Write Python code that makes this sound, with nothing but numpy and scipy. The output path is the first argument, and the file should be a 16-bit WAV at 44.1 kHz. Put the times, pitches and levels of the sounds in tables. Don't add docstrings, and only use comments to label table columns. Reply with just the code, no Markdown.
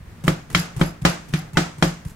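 import sys
import numpy as np
from scipy import signal
from scipy.fft import rfft, irfft
from scipy.io import wavfile
from scipy.ndimage import uniform_filter1d

SR = 44100
rng = np.random.default_rng(int(sys.argv[2]) if len(sys.argv) > 2 else 0)


def gain_from_decibels(decibels):
    exponent = np.asarray(decibels, float) / 20
    return 10 ** exponent


def output_pcm(signal):
    pcm = np.clip(np.atleast_2d(signal).T, -1, 1) * 32767
    wavfile.write(sys.argv[1], SR, np.round(pcm).astype(np.int16))


N = 94815

# (frequency [Hz], level [dB])
AIR_SPECTRUM = [(15, -5), (40, -0.5), (150, 3.5), (300, -11.5), (700, -16), (2100, -19), (3000, -26),
                (16000, -38)]
# (frequency [Hz], correlation [0-1])
AIR_LIKENESS = [(40, 0.65), (200, 1), (500, 0.44), (4000, 0.053), (15000, 0.061)]
# (frequency [Hz], T60 [s])
ROOM_T60 = [(150, 0.29), (500, 0.31), (1500, 0.35), (4000, 0.3), (8000, 0.37), (15000, 0.19)]
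# (frequency [Hz], level [dB])
ROOM_SPECTRUM = [(210, -14), (350, -6.5), (754, -6), (990, -10.5), (1300, -6.5), (1700, -10), (6430, -18),
                 (11600, -33.5), (16000, -36)]
# (time [s], level [dB], frequency [Hz], length [s])
NUDGES = [(.004, -30.5, 108.4, 0.012), (0.021, -32.5, 69, 0.02), (0.071, -29.5, 69, 0.0227),
          (0.096, -42, 70, 0.024), (0.114, -43, 89, 0.018), (0.533, -29, 121, 0.0074),
          (0.765, -26, 55, 0.021), (1.025, -24.5, 55, 0.023), (1.327, -23, 138, 0.0098),
          (2.054, -26.5, 60.5, 0.028), (2.116, -31, 100, 0.0066)]
# (time [s], level [dB], frequency [Hz], minus: starts inward, length [s])
PUSHES = [(.2385, -17, -150, .027), (.5010, -31, 130, .024), (.7645, -18.5, 135, .025),
          (1.0160, -20, 145, .023), (1.2900, -33, 130, .024), (1.5315, -26, 130, .027),
          (1.7800, -26, 140, .024), (2.0530, -22, -140, .019)]
# (time [s], level
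# [dB], frequency [Hz], length [s])
SQUEAKS = [(.502, -44, 1950, .01), (1.374, -39, 750, .036), (1.549, -43, 2640, .021),
           (1.551, -37, 880, .02), (1.556, -40, 2050, .015), (1.779, -47, 8400, .012)]
# (time [s], level [dB],
# length [s], brightness [dB/octave])
RUSTLES = [(0.264, -31, 0.012, -1.2), (.526, -42, .004, 1.2), (.536, -39, .008, -5),
           (0.792, -30, 0.011, -1.5), (.83, -41, .003, 1.5), (0.94, -46.5, 0.0029, -3),
           (1.036, -44, .009, -3), (1.325, -43, .008, -1.5), (1.368, -47, 0.005, 1.2),
           (1.552, -35, 0.011, -5.5), (1.815, -41, .007, -4), (2.059, -50, 0.014, 2),
           (2.091, -49, 0.012, 1.5)]
# (frequency [Hz], width [Hz], level [dB])
SONG_MODES = [(4950, 220, -1), (6440, 220, -5.5), (7470, 240, -3), (9970, 350, -7.5), (11220, 220, -3),
              (11700, 550, -7), (15200, 500, -9.5)]
# (frequency [Hz], level [dB], T60 [s])
TABLE_MODES = [(172.9, 1.5, 0.32), (132.8, -11, 0.26), (82.6, -7.5, 0.12)]
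# (frequency [Hz], level [dB], T60 [s])
BOARD_MODES = [(153.35, 2.84, 0.312)]
# (frequency [Hz], level [dB], T60 [s])
LEG_MODES = [(44.4, -24.5, 0.3), (107.2, -28.5, 0.24)]
# (frequency [Hz], level [dB], T60 [s])
OVERTONES = [(349.5, -4.5, 0.2), (298.3, -2, 0.15), (263, -13, 0.18), (219, -4.5, 0.14)]
# (frequency [Hz], level [dB], T60 [s])
SLAP_MODES = [(478, -23, 0.065), (540, -29, 0.2), (639.7, -32, 0.26), (744, -26, 0.036)]
# (frequency [Hz], level [dB], T60 [s])
FRAME_MODES = [(287.6, -22.5, 0.6), (226.8, -23.5, 0.65), (334, -21.5, 0.45)]
# (frequency [Hz], left level [dB], right level [dB], T60 [s])
KNOCK_MODES = [(627.5, -11, -0.5, 0.062), (792, -8, -10, 0.031), (878, -24, 1.5, 0.045),
               (1015, 1.5, -13, 0.049), (1207, -27, -1.5, 0.042), (1480, -0.5, -1.5, 0.016),
               (1746, -8, -4.5, 0.065), (2030, 7.5, -1, 0.024), (2310, -1.5, -14, 0.028),
               (2620, -22, -6, 0.02), (3180, 8, -8.5, .025), (3180, -18, -7, 0.015), (3550, -4, -21, .03),
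               (3900, -12, 0, .03)]
# (frequency [Hz], level [dB])
FLESH_SPECTRUM = [(350, 0), (600, -18), (768, -7.5), (3300, -18.5), (4460, -20.5), (8620, -17.5),
                  (16000, -29)]
# (time [s], skin tick [dB], flesh hiss [dB])
CUTS = [(0.2384, -41, -35.5), (0.5008, -51, -40), (0.7644, -46, -37.5), (1.0149, -57, -43),
        (1.283, -65, -44), (1.5326, -40.5, -42.5), (1.783, -52, -43.5), (2.0502, -35, -46.5)]
# (time [s], crack [dB], table boom [dB], board boom [dB], knock [dB])
CHOPS = [
    (0.2793, 1.5, -15, -16, -19),
    (0.5479, -2, -16.5, -23.5, -12),
    (.81283, -4.5, -13.5, -15.5, -21),
    (1.0508, -3.5, -14, -24, -15.5),
    (1.3372, -8, -19, -16, -32),
    (1.5708, -6.5, -15, -19.5, -16.5),
    (1.8246, -4, -15, -18, -15.5),
]
# (room send [dB], brightness [dB/octave], blade song [dB], contact time [s])
AFTERMATH = [(-2, -1.04, -54, 0.000079), (5.5, -0.86, -38.5, 0.000088), (-1.5, -2.5, -46.5, 0.00016),
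             (5.5, -0.2, -44, 0.000083), (-2.5, -2, -52.5, 0.00006), (3.5, -0.16, -47.5, 0.00011),
             (1.1, 0.35, -46, 0.0001)]
# (time until its weight eases [s], drop of the boom [dB],
# slap of the middle tones [dB], knock brightness [dB/octave], rebound [dB])
SEATS = [(0.051, -5, 1.5, 0.7, -3.5), (0.068, -8, -18.5, -0.5, 7.5), (0.024, -4, 0, -0.5, 2),
         (0.053, -7.5, 0.5, 0, 5.5), (0.023, -6, -17, -2, -1.5), (0.061, -2.5, 0, -1, 3),
         (0.083, -3, 3.5, -0.3, 4)]
# (overtones [dB], legs [dB], boom decay stretch [factor], boom rise [s])
SPOTS = [(-18, 0, 0.92, .0005), (-22.5, -3, 1.5, 0.0025), (-20, 5.5, 0.86, 0.00097),
         (-19.5, 0, 1.27, 0.00029), (-24, -18, 1.05, 0.0014), (-14, -6, 0.99, 0.0012),
         (-17, 1, 1.17, 0.00067)]
# (frequency [Hz], level [dB], T60 [s])
CLANGS = [
    [(1340, -9, 0.018), (2290, -11, 0.015), (1800, -25, .03)],
    [(1363, -1, 0.015), (2175, -5, 0.021), (4200, -17, 0.021), (1156, -14, 0.028), (3570, -37, 0.015),
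     (1790, -32, 0.082)],
    [(900, -17.5, 0.043), (1790, -34, .03), (2250, -24, 0.04)],
    [(1350, -37, 0.036), (2100, -15, .02), (2990, -20, 0.025), (5700, -26, 0.027)],
    [(1800, -25, 0.012), (2400, -30, .04), (3450, -34.5, 0.067)],
    [(1470, -10, 0.032), (558, -21, 0.036), (2060, -26, 0.011), (3320, -20, 0.023)],
    [(1460, -14, 0.018), (2425, -14, 0.019), (4100, -17, 0.019)],
]

LIMIT, EDGE_HZ = 0.97, 15900
SLAP_TOP_HZ = 1030
PUSH_LEAN = 1.1
BOARD_LAG_S = 0.00083


def evened(x):
    return x / np.sqrt(np.mean(x ** 2) + 1e-20)


def read(points, hz):
    f, value = np.transpose(points)
    return np.interp(np.log(hz + 1), np.log(f + 1), value)


def add(mix, s, sound):
    part = mix[:, round(s * SR):][:, :sound.shape[-1]]
    part += sound[..., :part.shape[1]]


def noise(count, colour, same, tilt_db=0):
    hz = np.fft.rfftfreq(count, 1 / SR)
    left, other = rfft(rng.standard_normal((2, count)))
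    likeness = np.clip(read(same, hz), -1, 1)
    right = likeness * left + np.sqrt(1 - likeness ** 2) * other
    shape = gain_from_decibels(read(colour, hz) + tilt_db * np.log2((hz + 100) / 2000))
    return evened(irfft(np.array([left, right]) * shape, count))


def ring(modes, db, lag=0., rise=1e-4):
    t = np.maximum(np.arange(SR // 2) / SR - lag, 0)
    waves = sum(gain_from_decibels(db + d - 60 * t / t60) * np.sin(2 * np.pi * hz * t) for hz, d, t60 in modes)
    return waves * (1 - np.exp(-t / rise))


def air():
    drift = evened(uniform_filter1d(rng.standard_normal(N), 3000))
    return gain_from_decibels(-44 + drift) * noise(N + N % 2, AIR_SPECTRUM, AIR_LIKENESS)[:, :N]


def room(db, tilt_db, slap_db):
    tail = noise(32768, ROOM_SPECTRUM, [(1, 0.04), (2, 0.04)], tilt_db)
    hz, t, z = signal.stft(tail, SR, nperseg=128)
    fall = -60 * t / read(ROOM_T60, hz)[:, None]
    decay = gain_from_decibels(fall) + gain_from_decibels(-23.5 + fall / 2.63) + gain_from_decibels(-0.5 - 60 * t / 0.061)
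    hollow = slap_db * np.exp(-(t / 0.087) ** 2) / (1 + (hz[:, None] / SLAP_TOP_HZ) ** 4)
    tail = signal.istft(z * gain_from_decibels(hollow) * decay, SR, nperseg=128)[1]
    onset = np.minimum(np.arange(tail.shape[1]) / (0.00033 * SR), 1)
    return gain_from_decibels(-22.5 + db) * tail * onset


def shove(db, hz, length, lean):
    u = np.arange(0, length, 1 / SR) / length
    return gain_from_decibels(db) * np.sin(np.pi * u ** lean) * np.sin(2 * np.pi * hz * length * u)


def slip(db, length, tilt_db):
    u = np.arange(4096) / SR / length
    grains = gain_from_decibels(2.5 * evened(uniform_filter1d(rng.standard_normal(4096), 60)))
    wet = noise(4096, FLESH_SPECTRUM, [(1, .4), (2, 0.69)], tilt_db)
    return gain_from_decibels(db) * u * np.exp(1 - u) * grains * wet


def song(db):
    t, out = np.arange(8192) / SR, 0
    for hz, width, d in SONG_MODES:
        r = np.exp(-np.pi * width / SR)
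        a, b = rng.standard_normal((2, 2, 8192))
        slow = signal.lfilter([1], [1, -r], a + 1j * b)
        slow = signal.lfilter([1], [1, -r], slow)
        out = out + gain_from_decibels(d) * evened((slow * np.exp(2j * np.pi * hz * t)).real)
    u = t / 0.04
    patches = gain_from_decibels(3.8 * evened(uniform_filter1d(rng.standard_normal(8192), 300)))
    return gain_from_decibels(db) * out * patches * (u * np.exp(1 - u)) ** 2.86


def boom(table_db, board_db, lift, lift_db, slap_db, upper_db, legs_db, slow, rise):
    t = np.arange(SR // 2) / SR

    def held(modes):
        return [(hz, db, t60 * slow) for hz, db, t60 in modes]

    top = ring(held(TABLE_MODES), table_db, 0.0015, rise)
    board = ring(held(BOARD_MODES), board_db, BOARD_LAG_S, rise)
    board = board + ring(OVERTONES, upper_db, 0.0016, rise)
    legs = ring(LEG_MODES, legs_db, 0.00037, 0.012)
    slap = ring(SLAP_MODES, slap_db, BOARD_LAG_S, rise)
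    side = gain_from_decibels(-28) * (top - board) + 0.15 * np.roll(legs, 150) + 0.31 * np.roll(slap, 15)
    wide = np.array([[1], [-1]]) * side
    eased = gain_from_decibels(lift_db * np.clip((t - lift) / 0.0044 + .5, 0, 1))
    return (top + board - legs + slap + wide) * eased + ring(FRAME_MODES, table_db, BOARD_LAG_S, 0.006)


def cut(length, tick_db, hiss_db):
    t = np.arange(8192) / SR
    grains = gain_from_decibels(3.5 * evened(uniform_filter1d(rng.standard_normal(8192), 90)))
    swell = gain_from_decibels(hiss_db + np.interp(t / length, [0, .7, 1, 1.3], [0, -7, 3, -30]))
    tick = gain_from_decibels(tick_db - 60 * t / 0.02)
    level = (swell * grains + tick) * np.minimum(t / 0.00044, 1)
    return level * noise(8192, FLESH_SPECTRUM, [(1, .5), (2, 0.18)])


def crack(db, knock_db, contact, clang, slap_db, tilt_db, rebound_db):
    t = np.arange(3000) / SR
    thin = np.clip(1 - gain_from_decibels(slap_db), 0, 1)

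    def bell(at, s):
        return np.exp(-.5 * ((t - at) / s) ** 2) * contact / s

    def blow(at):
        return bell(at, contact) - thin * bell(at + contact, 2.4 * contact)

    blows = [blow(0.00046) + gain_from_decibels(rebound_db) * blow(0.00026 + 0.00076 * k) for k in (1.05, .95)]
    out = -gain_from_decibels(db) * np.array(blows)
    spread = 1.5 * (2 * rng.random(len(KNOCK_MODES)) - 1)
    for side in (0, 1):
        modes = []
        for (hz, *ears, t60), r in zip(KNOCK_MODES, spread):
            hollow = slap_db / (1 + (hz / SLAP_TOP_HZ) ** 4)
            modes.append((hz, ears[side] + r + tilt_db * np.log2(hz / 1500) + hollow, t60))
        lag = 0.00027 + 0.00018 * (1 - side)
        out[side] -= (ring(modes, knock_db, lag, 0.00073) + ring(clang, 0, 0.00029, 0.0011))[:3000]
    spit = gain_from_decibels(-60 * t / 0.19) + gain_from_decibels(13 - 60 * t / 0.0068)
    wet = noise(3000, FLESH_SPECTRUM, [(1, .5), (2, 0.84)], 0.74)
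    return out + gain_from_decibels(db - 31.5) * spit * wet * np.minimum(t / 0.00054, 1)


def scene():
    mix = air()
    ends = [row[0] for row in CHOPS] + [CUTS[-1][0] + 0.035]
    for (s, *row), end in zip(CUTS, ends):
        add(mix, s, cut(end - s, *row))
    for chop, after, seat, spot, clang in zip(CHOPS, AFTERMATH, SEATS, SPOTS, CLANGS):
        s, crack_db, table_db, board_db, knock_db = chop
        send_db, tilt_db, song_db, contact = after
        add(mix, s, crack(crack_db, knock_db, contact, clang, *seat[2:]))
        add(mix, s, boom(table_db, board_db, *seat[:3], *spot))
        add(mix, s, room(send_db, tilt_db, seat[2]))
        add(mix, s, song(song_db))
    for s, db, hz, length in PUSHES:
        add(mix, s, shove(db, hz, length, PUSH_LEAN))
        add(mix, s, ring(TABLE_MODES + BOARD_MODES, db - 22, 0.0102, 0.0082))
    for s, db, hz, length in NUDGES:
        add(mix, s, -shove(db, hz, length, 1.2))
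    for s, db, hz, length in SQUEAKS:
        add(mix, s, shove(db, hz, length, PUSH_LEAN))
    for s, *row in RUSTLES:
        add(mix, s, slip(*row))
    return mix


def band_limit(x):
    return signal.sosfilt(signal.butter(12, 16650, fs=SR, output="sos"), x)


def record(dry):
    held = dry / (1 + abs(dry / LIMIT) ** 4) ** .25
    held = signal.oaconvolve(held, signal.firwin(255, EDGE_HZ, fs=SR)[None], "same")
    return band_limit(held)


dry = scene()
out = record(dry)
output_pcm(out)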